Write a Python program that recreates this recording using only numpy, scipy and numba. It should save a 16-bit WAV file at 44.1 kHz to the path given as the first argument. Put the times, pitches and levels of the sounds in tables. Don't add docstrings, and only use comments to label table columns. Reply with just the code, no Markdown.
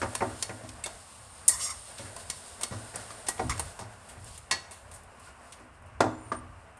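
import sys
import numpy as np
from scipy import signal
from scipy.fft import rfft, irfft, next_fast_len
from scipy.io import wavfile
from scipy.ndimage import uniform_filter1d
from numba import njit

SR = 44100
rng = np.random.default_rng(int(sys.argv[2]) if len(sys.argv) > 2 else 0)


def bounce(signal):
    frames = np.transpose(np.atleast_2d(signal))
    limited = np.clip(frames, -1, 1)
    pcm = np.round(limited * 32767).astype(np.int16)
    wavfile.write(sys.argv[1], SR, pcm)


N = 299439
HIT = 16384
HARDER_IS_SHORTER = 0.45
HARDER_IS_DAMPED = 0.26
NOTE_SPREAD, NOTE_LIFE = 0.07, 0.7
BEAT_DEPTH = 0.65

# (time [s], peak in 4-12 kHz [dB], 300-1500 Hz offset [dB], 1500-4000 Hz offset [dB], 8-12 kHz offset [dB],
#  loudest note [Hz], its lead [dB], clatter t60 [s], ring against clatter [dB])
TIP_BLOWS = [(0.151, -21, -4, -6, -7, 9100, 10, 0.057, -5),
             (0.4246, -17.5, -18.5, -14, -15, 9650, 17, 0.096, -6.5),
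             (0.6898, -36, -39, -8, -14, 5040, 3, 0.05, -16),
             (0.838, -24.5, -32, 1.5, -2, 7560, 18.5, 0.064, 5),
             (0.8595, -27.5, -2, -8.5, -13, 3560, 33, 0.136, -6),
             (1.4797, -6, -21.5, -29, 0.5, 9600, 2, 0.058, -12.5),
             (1.4835, -6.5, -28, -18.5, 0, 7900, 6, 0.045, -4),
             (1.491, -14, -15, -19.5, -3, 1915, 21.5, 0.19, -9.5),
             (1.981, -36, -16, -4.5, -11.5, 7300, 11, 0.22, -9),
             (2.163, -33, 1, -10, -8.5, 8860, -3, 0.046, -2),
             (2.2992, -20.5, -16, -12, -12, 8500, 2, 0.1, -10),
             (2.6105, -30, -4, -8, -5.5, 894, 14, 0.23, -3),
             (2.6326, -18.5, -10, -9.5, -10.5, 8300, 17, 0.093, -7),
             (2.957, -25.5, 1, -21, -5.5, 9600, 13, 0.048, -4),
             (3.266, -34.5, -18, -10, -16, 3870, 6, 0.27, -1),
             (3.2847, -16, -3, -11, -5.5, 1920, 31, 0.14, -9.5),
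             (3.379, -44, -4, 5, -14, 1900, 4, 0.077, 2), (3.495, -31, -10, -3.5, -15, 1200, 32, 0.34, 3.5),
             (3.577, -35, -7, -9, -13, 1070, 4, 0.07, -4),
             (3.5947, -20.5, 3.5, -5, -1.5, 8500, 15, 0.11, -6.5),
             (3.7898, -37, 3.5, -8, -12, 1100, 3, 0.3, -3), (4.0882, -42.5, -26, 1, 0, 8560, 8, 0.47, -11),
             (4.243, -40.5, -20, -12, 6, 10100, 3, .04, -12),
             (4.3765, -36.5, -8, -3, 1, 10000, 20, .09, -13),
             (4.5105, -18, -12, -5, -15, 1920, 19, 0.11, 5.5),
             (4.5132, -17.5, -14.5, -10, -22.5, 2120, 8, 0.24, 2.5),
             (4.5225, -29.5, -9, -15, -29, 2186, 18, .2, -6),
             (4.7097, -38.5, -3, -5.5, -5.5, 1390, 6, 0.74, -4),
             (4.9132, -42, -5, -4, -5, 1080, 7, 0.17, -6), (4.9372, -40.5, -20, -30, 2, 9150, 7, 0.29, -16),
             (4.96, -45, -15, -17, -3, 9200, 5, 0.051, -12), (5.033, -49, -22, -15, 2, 8900, 5, 0.067, -11),
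             (5.196, -48, -18, -20, -1, 9100, 4, .08, -9.5),
             (5.522, -39.5, -35, -4.5, -11, 9430, 31.5, 0.17, -12)]
# (frequency [Hz], level [dB], t60 [s])
PAN_MODES = [(660, -8, .12), (930, -7, .1), (1050, -4, .15), (1200, -8, .1), (1715, -10, .15),
             (1915, -2, .15), (2186, -1, .16), (2466, -7, .06), (2700, -6, .13), (3550, -9, .12),
             (3720, -7, .1), (4410, -5, .2), (4740, -12, .1), (5020, -8, .13), (5550, -5, .1),
             (6050, -8, .1), (6720, -6, .09), (7750, -5, .07), (8100, -5, .09), (8400, -4, .06),
             (8930, -5, .09), (9220, -4, .09), (9460, -5, .09), (10030, -8, .07), (10700, -10, .05)]


def clinks():
    def tone(base_db, wall_db, top_db):
        return [(150, base_db), (900, base_db + 9.5), (2200, wall_db + 7.5), (3300, wall_db + 10),
                (5500, 0.42), (9000, top_db + 12), (14000, top_db + 9.5)]
    return hits(TIP_BLOWS + ticks(), PAN_MODES, tone, [4000, 12000], rise_s=0.0014, life=0.99)


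def ticks(count=14):
    rows = []
    for when, size in rng.random((count, 2)):
        level_db = -54 + 3 * (2 * size - 1)
        rows.append((when * N / SR, level_db, -16, -18, 0, 9000, 6, 0.07, -8))
    return rows


# (time [s], peak in 250-1500 Hz [dB], bass offset [dB], 1.5-3 kHz offset [dB], treble offset [dB],
#  loudest note [Hz], its lead [dB], clatter t60 [s], ring against clatter [dB],
#  boom near 100 Hz [dB], hum at 240-320 Hz [dB])
BASE_BLOWS = [(0.016, -21, -32, -5, -12, 1464, 39, 0.079, -2, -60, -50),
              (0.027, -19.5, -9, -11, -17, 560, 5, 0.16, -3, -38, -40),
              (0.206, -22.5, -14, -3, -28, 870, 11, 0.092, 0, -58, -55),
              (0.219, -15.5, -22, -16, -18, 810, 1, 0.28, 6.5, -36, -35.5),
              (0.493, -29.5, -11, -4.5, -14, 600, 22, 0.083, 1.5, -41.5, -43),
              (0.635, -40, -12, -7, -2, 640, 15, 0.24, 0, -43, -45.5),
              (1.994, -34, -11, -5, 3.5, 560, 15, 0.34, 5, -44, -48),
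              (2.036, -42.5, -6, -1, -9, 200, -1, 0.51, -6, -43.5, -64),
              (2.71, -33, -4, -12.5, -9.5, 200, 7, 0.34, -3.5, -34.5, -49),
              (2.723, -31.5, -8, -11, -4, 560, 15, 0.36, 2, -62, -48),
              (2.941, -36, -9, -2.5, -2, 460, 5, 0.68, -3.5, -43.5, -60),
              (3.105, -33, -9, 3, 4.5, 1184, 26, 0.14, 1.5, -53, -53),
              (3.39, -33, -17, -13, -12, 460, 20, .08, 4, -60, -53),
              (3.3943, -17, -15, -9, -9, 740, 22, 0.15, 10, -40, -37.5),
              (3.414, -21.5, -22, -33, -11, 660, 29, 0.4, 9, -59, -37.5),
              (3.8, -41, -4, -30, -5, 640, 9, 0.17, -20, -45, -62),
              (3.811, -35.5, -5, -21, -4, 560, -9, 0.15, 5, -46.5, -62),
              (4.167, -43.5, 0, -3, -26, 200, 2, 0.18, 8, -47, -58),
              (5.272, -42, -27, -1, -4, 1400, 29, 0.19, 3, -66, -72),
              (5.599, -43.5, -7.5, -10.5, -11.5, 200, 4, 0.12, 2, -65, -51.5),
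              (6.0046, -5.5, -18, -8, -7.5, 690, 13, 0.13, 3, -34, -26),
              (6.04, -15, -28, -26, -18, 765, 11.5, 0.4, 6, -62, -39),
              (6.066, -19, -8, -22, -23, 640, 25, 0.3, 6, -48, -58),
              (6.258, -44, -15, -33, -34, 460, 5.5, 0.17, -9, -44, -54),
              (6.317, -17, -19, -9, -12, 1178, 20, 0.22, 7.5, -45.5, -38.5)]
# (frequency [Hz], level [dB], t60 [s])
HOB_MODES = [(200, -2, .12), (371, -4, .2), (460, -3, .16), (560, -3, .16), (640, -1, .18), (700, 0, .15),
             (764, -2, .18), (899, -2, .16), (1030, -2, .13), (1178, -3, .08), (1420, -4, .1),
             (1560, -6, .1), (1750, -6, .1), (1925, -1, .12), (2190, -3, .12), (2450, -3, .09),
             (2650, -4, .08)]


def thuds():
    def tone(bass_db, knock_db, top_db):
        return [(40, bass_db - 18), (110, bass_db + 10.5), (300, -2.8), (1200, -0.26), (1900, knock_db + 5),
                (2700, knock_db - 4), (3600, top_db - 3.5), (5500, top_db - 4.5), (11000, top_db - 16)]
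    rows = [row[:-2] for row in BASE_BLOWS]
    return hits(rows, HOB_MODES, tone, [250, 1500], rise_s=0.0047, life=0.94)


# (frequency [Hz], level against boom or hum [dB], t60 [s])
GLASS_MODES = [(95.4, 3.5, 0.3), (110.1, 3.5, 0.47), (246.2, 0, 0.46), (261.3, -3.5, 0.41), (315, -2, .5)]


def booms():
    out = np.zeros(N + SR)
    t = np.arange(SR) / SR
    swell = 1 - np.exp(-t / 0.015)
    for row, phases in zip(BASE_BLOWS, rng.random((len(BASE_BLOWS), len(GLASS_MODES)))):
        start = int(row[0] * SR)
        boom_db, hum_db = row[-2:]
        for (hz, db, t60), phase in zip(GLASS_MODES, phases):
            gain = undb(db + (boom_db if hz < 150 else hum_db))
            out[start:start + SR] += swell * gain * np.sin(2 * np.pi * hz * t + phase) * fade(t, t60)
    return out[:N]


def hits(table, modes, tone_of, band_hz, rise_s, life):
    out = np.zeros(N + HIT)
    band = signal.butter(2, band_hz, "bandpass", fs=SR, output="sos")
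    chances = rng.standard_normal((len(table), HIT + 64))
    for (s, db, *offsets, note_hz, note_db, t60, ring_db), chance in zip(table, chances):
        rise = rise_s * undb(-HARDER_IS_SHORTER * (db + 12))
        damped_life = life * undb(-HARDER_IS_DAMPED * (db + 22))
        blow = strike(modes, tone_of(*offsets), note_hz, rise, t60, ring_db, note_db, damped_life, chance)
        peak = np.sqrt(uniform_filter1d(signal.sosfilt(band, blow) ** 2, 128).max())
        start = int(s * SR)
        out[start:start + HIT] += blow * undb(db) / peak
    return out[:N]


def strike(modes, tone, note_hz, rise, clatter_t60, ring_db, note_db, life, chance):
    t = np.arange(HIT) / SR
    noise = chance[:HIT]
    bumpy = undb(np.repeat(chance[::64], 64)[:HIT])
    dull = signal.lfilter([0.25], [1, -0.75], noise)
    sharp = noise - dull
    contacts = dull * fade(t, clatter_t60) + sharp * fade(t, 0.52 * clatter_t60)
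    chatter = np.minimum(t / max(rise, 2e-4), 1) * bumpy * contacts
    chatter += noise * np.minimum(t / 0.0014, 1) * fade(t, 0.018)

    ring = np.zeros(HIT)
    for k, (hz, db, t60) in enumerate(modes):
        nearness = np.exp(-(np.log(hz / note_hz) / NOTE_SPREAD) ** 2)
        lead = 1 + (undb(note_db * nearness) - 1) * fade(t, NOTE_LIFE * t60)
        beat = 1 + BEAT_DEPTH * np.sin(2 * np.pi * 0.025 * hz * chance[-2 - k] * t + k)
        tone_wave = np.sin(2 * np.pi * hz * t + 4 * chance[-33 - k])
        ring += undb(db) * lead * tone_wave * fade(t, min(life, 1.2) * t60) * beat
    ring *= np.minimum(t / 0.0013, 1)

    gains = undb(2 * read(tone, np.linspace(0, SR / 2, 513)))
    prototype = signal.firwin2(1023, np.linspace(0, 1, 513), gains)
    tone_filter = signal.minimum_phase(prototype, n_fft=16384)
    chatter, ring = (signal.fftconvolve(part, tone_filter)[:HIT] for part in (chatter, ring))
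    return unit(chatter) + undb(ring_db) * unit(ring)


TIP_DAMPING = 3.5
TIP_SHIFT = 0.098
# (time [s], level [dB], low resonances against high [dB], pitch of the resonances [factor])
DRAGS = [
    [(1.5, -40, 0, 1.2), (1.515, -37, -3, 0.98), (1.54, -27.5, -7.5, 0.85), (1.582, -46.5, 5, 0.94),
     (1.615, -30.5, -7, .98), (1.648, -25.5, -15, 0.94), (1.694, -36.5, 1, 0.99), (1.71, -30, -7, 1.03),
     (1.76, -62, 7, 0.76)],
    [(3.495, -27.5, -1.5, 0.9), (3.525, -40, 13, 0.985), (3.537, -45, 2, 1.07), (3.557, -60, 14, 1.05),
     (3.57, -56, 0, 1.04)],
]
# (frequency [Hz], width before the tip's damping [Hz], level [dB])
TONG_RESONANCES = [(1170, 46, -1.5), (2140, 48, -3.5), (2956, 25, -6), (3620, 44, -5), (4670, 33, -2),
                   (5510, 250, 6), (6590, 73, 3.5), (7480, 57, 3.5), (8370, 38, 2.5), (8900, 61, -0.5),
                   (9420, 60, -4.5), (9700, 170, -0.5)]


def scrapes():
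    out = np.zeros(N)
    for rows in DRAGS:
        s, db, low_db, pitch = np.transpose(rows)
        a, b = int(s[0] * SR), int(s[-1] * SR)
        t = np.arange(a, b) / SR
        slips = spit(1.7, 1500)[a:b]
        shift = np.interp(t, s, pitch) + 0.006 * walk(25)[a:b]
        low, high = 0, 0
        for hz, width, mode_db in TONG_RESONANCES:
            centre = hz * (shift if hz < 2600 else shift ** TIP_SHIFT)
            once = glide(slips, centre, TIP_DAMPING * width)
            squeak = undb(mode_db) * unit(glide(once, centre, 2 * TIP_DAMPING * width))
            if hz < 2600:
                low = low + squeak
            else:
                high = high + squeak
        rasp_tone = [(2700, -26), (4000, -7), (5500, 0), (8500, -0.5), (10500, 7), (13000, 4.5)]
        rasp = undb(-2) * unit(colour(slips, rasp_tone))
        level = undb(np.interp(t, s, db) + 1.78 * walk(60)[a:b])
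        out[a:b] += level * (unit(high) + rasp + undb(np.interp(t, s, low_db)) * unit(low))
    return out


# (frequency [Hz], density [dB])
SIZZLE_TONE = [(1180, -56.5), (2000, -8), (2190, -20), (2770, -3.5), (3000, -5.5), (3930, -5), (5360, -3.5),
               (5860, -8.5), (9090, 2.5), (12300, -19), (13200, -41.5), (14000, -48.5)]
# (time [s], level before flutter [dB])
SIZZLE_LEVEL = [(0.0, -49), (0.72, -55), (1.47, -53.5), (1.64, -50), (3.48, -52.5), (3.69, -51.5),
                (3.86, -59), (4.76, -65.5), (5.05, -68.5), (5.46, -61), (5.65, -67.5), (6.03, -69.5),
                (6.2, -69), (6.47, -68), (6.79, -74)]
# (time [s], peak before flutter [dB])
FLARE_PEAKS = [(.19, -58), (1.62, -44), (2.25, -66), (4.1, -66), (4.28, -50.5), (4.36, -51.5),
               (4.95, -55.5), (5.26, -63), (6.26, -65.5)]


def sizzle():
    level = level_line(SIZZLE_LEVEL) + swells(FLARE_PEAKS, rise_t60=0.18, fall_t60=0.22)
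    tone = [(1500, -32)] + SIZZLE_TONE
    return unit(colour(spit(2.4, 300), tone)) * level * undb(2 * walk(21.986))


# (frequency [Hz], density [dB])
SLIDE_TONE = [(88, -38), (150, -7), (249, 0.5), (286, -13), (415, -1.5), (496, 0), (680, 5), (1330, -11),
              (1410, 0.5), (4000, -24.5), (5200, -60), (8800, -120)]
# (time [s], level before flutter [dB])
SLIDE_LEVEL = [(0, -51), (.4, -50.5), (1.1, -58), (1.8, -55), (2.1, -52), (3.7, -51.5), (3.9, -55.5),
               (4.6, -57), (6.79, -58.5)]


def slide():
    flutter = undb(2.3 * walk(17) + 0.784 * walk(12))
    return unit(colour(rng.standard_normal(N), SLIDE_TONE)) * level_line(SLIDE_LEVEL) * flutter


# (frequency [Hz], density [dB])
RUMBLE_TONE = [(12, -28.5), (20, -12), (86, 7.5), (178, -11.5), (220, -24.5), (290, -41.5), (480, -120)]
# (time [s], peak before flutter [dB])
SHOVE_PEAKS = [(.05, -54), (.22, -45.5), (.65, -54.5), (1.54, -49), (2.17, -57), (3.14, -60.5), (3.46, -40),
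               (3.69, -57), (4.22, -45.5), (4.84, -58), (5.72, -64), (6.05, -48), (6.37, -50)]


def rumble():
    level = undb(-62) + swells(SHOVE_PEAKS, rise_t60=0.25, fall_t60=0.89)
    return unit(colour(rng.standard_normal(N), RUMBLE_TONE)) * level * undb(4.2 * walk(11))


# (start time [s], length [s], frequency [Hz], width of the narrower filter [Hz],
#  start level before flutter [dB], end level before flutter [dB])
WHISTLE_BANDS = [(0, 3.62, 8835, 170, -59, -56), (6.17, .15, 9050, 400, -64, -58),
                 (6.31, .1, 8900, 74, -51, -53), (6.1, .16, 7170, 70, -66, -67)]


def whistle():
    out, t = 0, np.arange(N) / SR
    for s, length, hz, width_hz, *db in WHISTLE_BANDS:
        band = resonate(resonate(rng.standard_normal(N), hz, width_hz), hz, 3 * width_hz)
        gate = np.clip(np.minimum(t - s, s + length - t) / 0.015, 0, 1)
        level_db = np.interp(t, [s, s + length], db) + 2 * walk(27) + 2.5 * walk(3.4)
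        out = out + unit(band) * gate * undb(level_db)
    return out


# (frequency [Hz], density [dB])
FAN_TONE = [(25, -20), (60, 4.5), (108, -6), (150, -11), (240, -7), (330, -15), (700, -13.5), (1100, -2),
            (1600, -14.5), (2900, -16), (3500, -39), (5500, -31), (9000, -41), (10500, -48), (11800, -79.5),
            (16000, -110)]


def extractor_fan():
    return unit(colour(rng.standard_normal(N), FAN_TONE)) * undb(-56.5 + 1.33 * walk(13))


def kitchen(x):
    t = np.arange(SR // 2) / SR
    low = colour(rng.standard_normal(len(t)), [(1500, -0.5), (5000, -5)]) * fade(t, 0.51)
    high = colour(rng.standard_normal(len(t)), [(1500, -26), (5000, -7.5)]) * fade(t, 0.45)
    tail = (low + 0.8 * high) * np.minimum(t / 0.0069, 1)
    return signal.fftconvolve(x, tail / np.sqrt(np.sum(tail ** 2)))[:N] * undb(-13.5)


def undb(db):
    return 10 ** (np.asarray(db) / 20)


def unit(x):
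    return x / np.sqrt(np.mean(x ** 2))


def fade(t, t60):
    return np.exp(-np.log(1000) * t / max(t60, 0.005))


def read(points, hz):
    f, db = np.transpose(points)
    return np.interp(np.log(np.maximum(hz, 1)), np.log(f), db)


def colour(x, points):
    n = next_fast_len(len(x))
    hz = np.arange(n // 2 + 1) * SR / n
    return irfft(rfft(x, n) * undb(read(points, hz)), n)[:len(x)]


def walk(rate):
    k = int(SR / rate)
    return uniform_filter1d(np.repeat(rng.standard_normal(N // k + 1), k), k)[:N]


def spit(scatter_db, per_s):
    size = undb(scatter_db * rng.exponential(size=N)) * (rng.random(N) < per_s / SR)
    return rng.standard_normal(N) * (1 + size)


def level_line(rows):
    return undb(np.interp(np.arange(N) / SR, *np.transpose(rows)))


def swells(rows, rise_t60, fall_t60):
    t = np.arange(N) / SR
    out = np.zeros(N)
    for s, db in rows:
        rise = fade(s - np.minimum(t, s), rise_t60)
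        fall = fade(np.maximum(t, s) - s, fall_t60)
        out += undb(db) * np.where(t < s, rise, fall)
    return out


def resonate(x, hz, width_hz):
    return signal.lfilter(*signal.iirpeak(hz, hz / width_hz, fs=SR), x)


@njit
def glide(x, hz, width_hz):
    y, band, low = np.empty(len(x)), 0., 0.
    for i in range(len(x)):
        g, k = np.tan(np.pi * hz[i] / SR), width_hz / hz[i]
        v = (band + g * (x[i] - low)) / (1 + g * (g + k))
        band, low, y[i] = 2 * v - band, low + 2 * g * v, k * v
    return y


# (frequency [Hz], gain [dB])
MIC_TONE = [(200, -5.5), (3300, -9.5), (6000, -7), (9000, -3.5), (10500, -10.5), (12000, -18),
            (14500, -38.5)]


def scene():
    metal = colour(clinks() + thuds() + scrapes(), MIC_TONE)
    pan_noise = sizzle() + slide() + rumble()
    mono = metal + kitchen(metal) + booms() + pan_noise + whistle() + extractor_fan()
    return np.array([mono, mono])


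def record(dry):
    return signal.sosfilt(signal.ellip(8, 0.2, 70, 15400, fs=SR, output="sos"), dry)


dry = scene()
out = record(dry)
bounce(out)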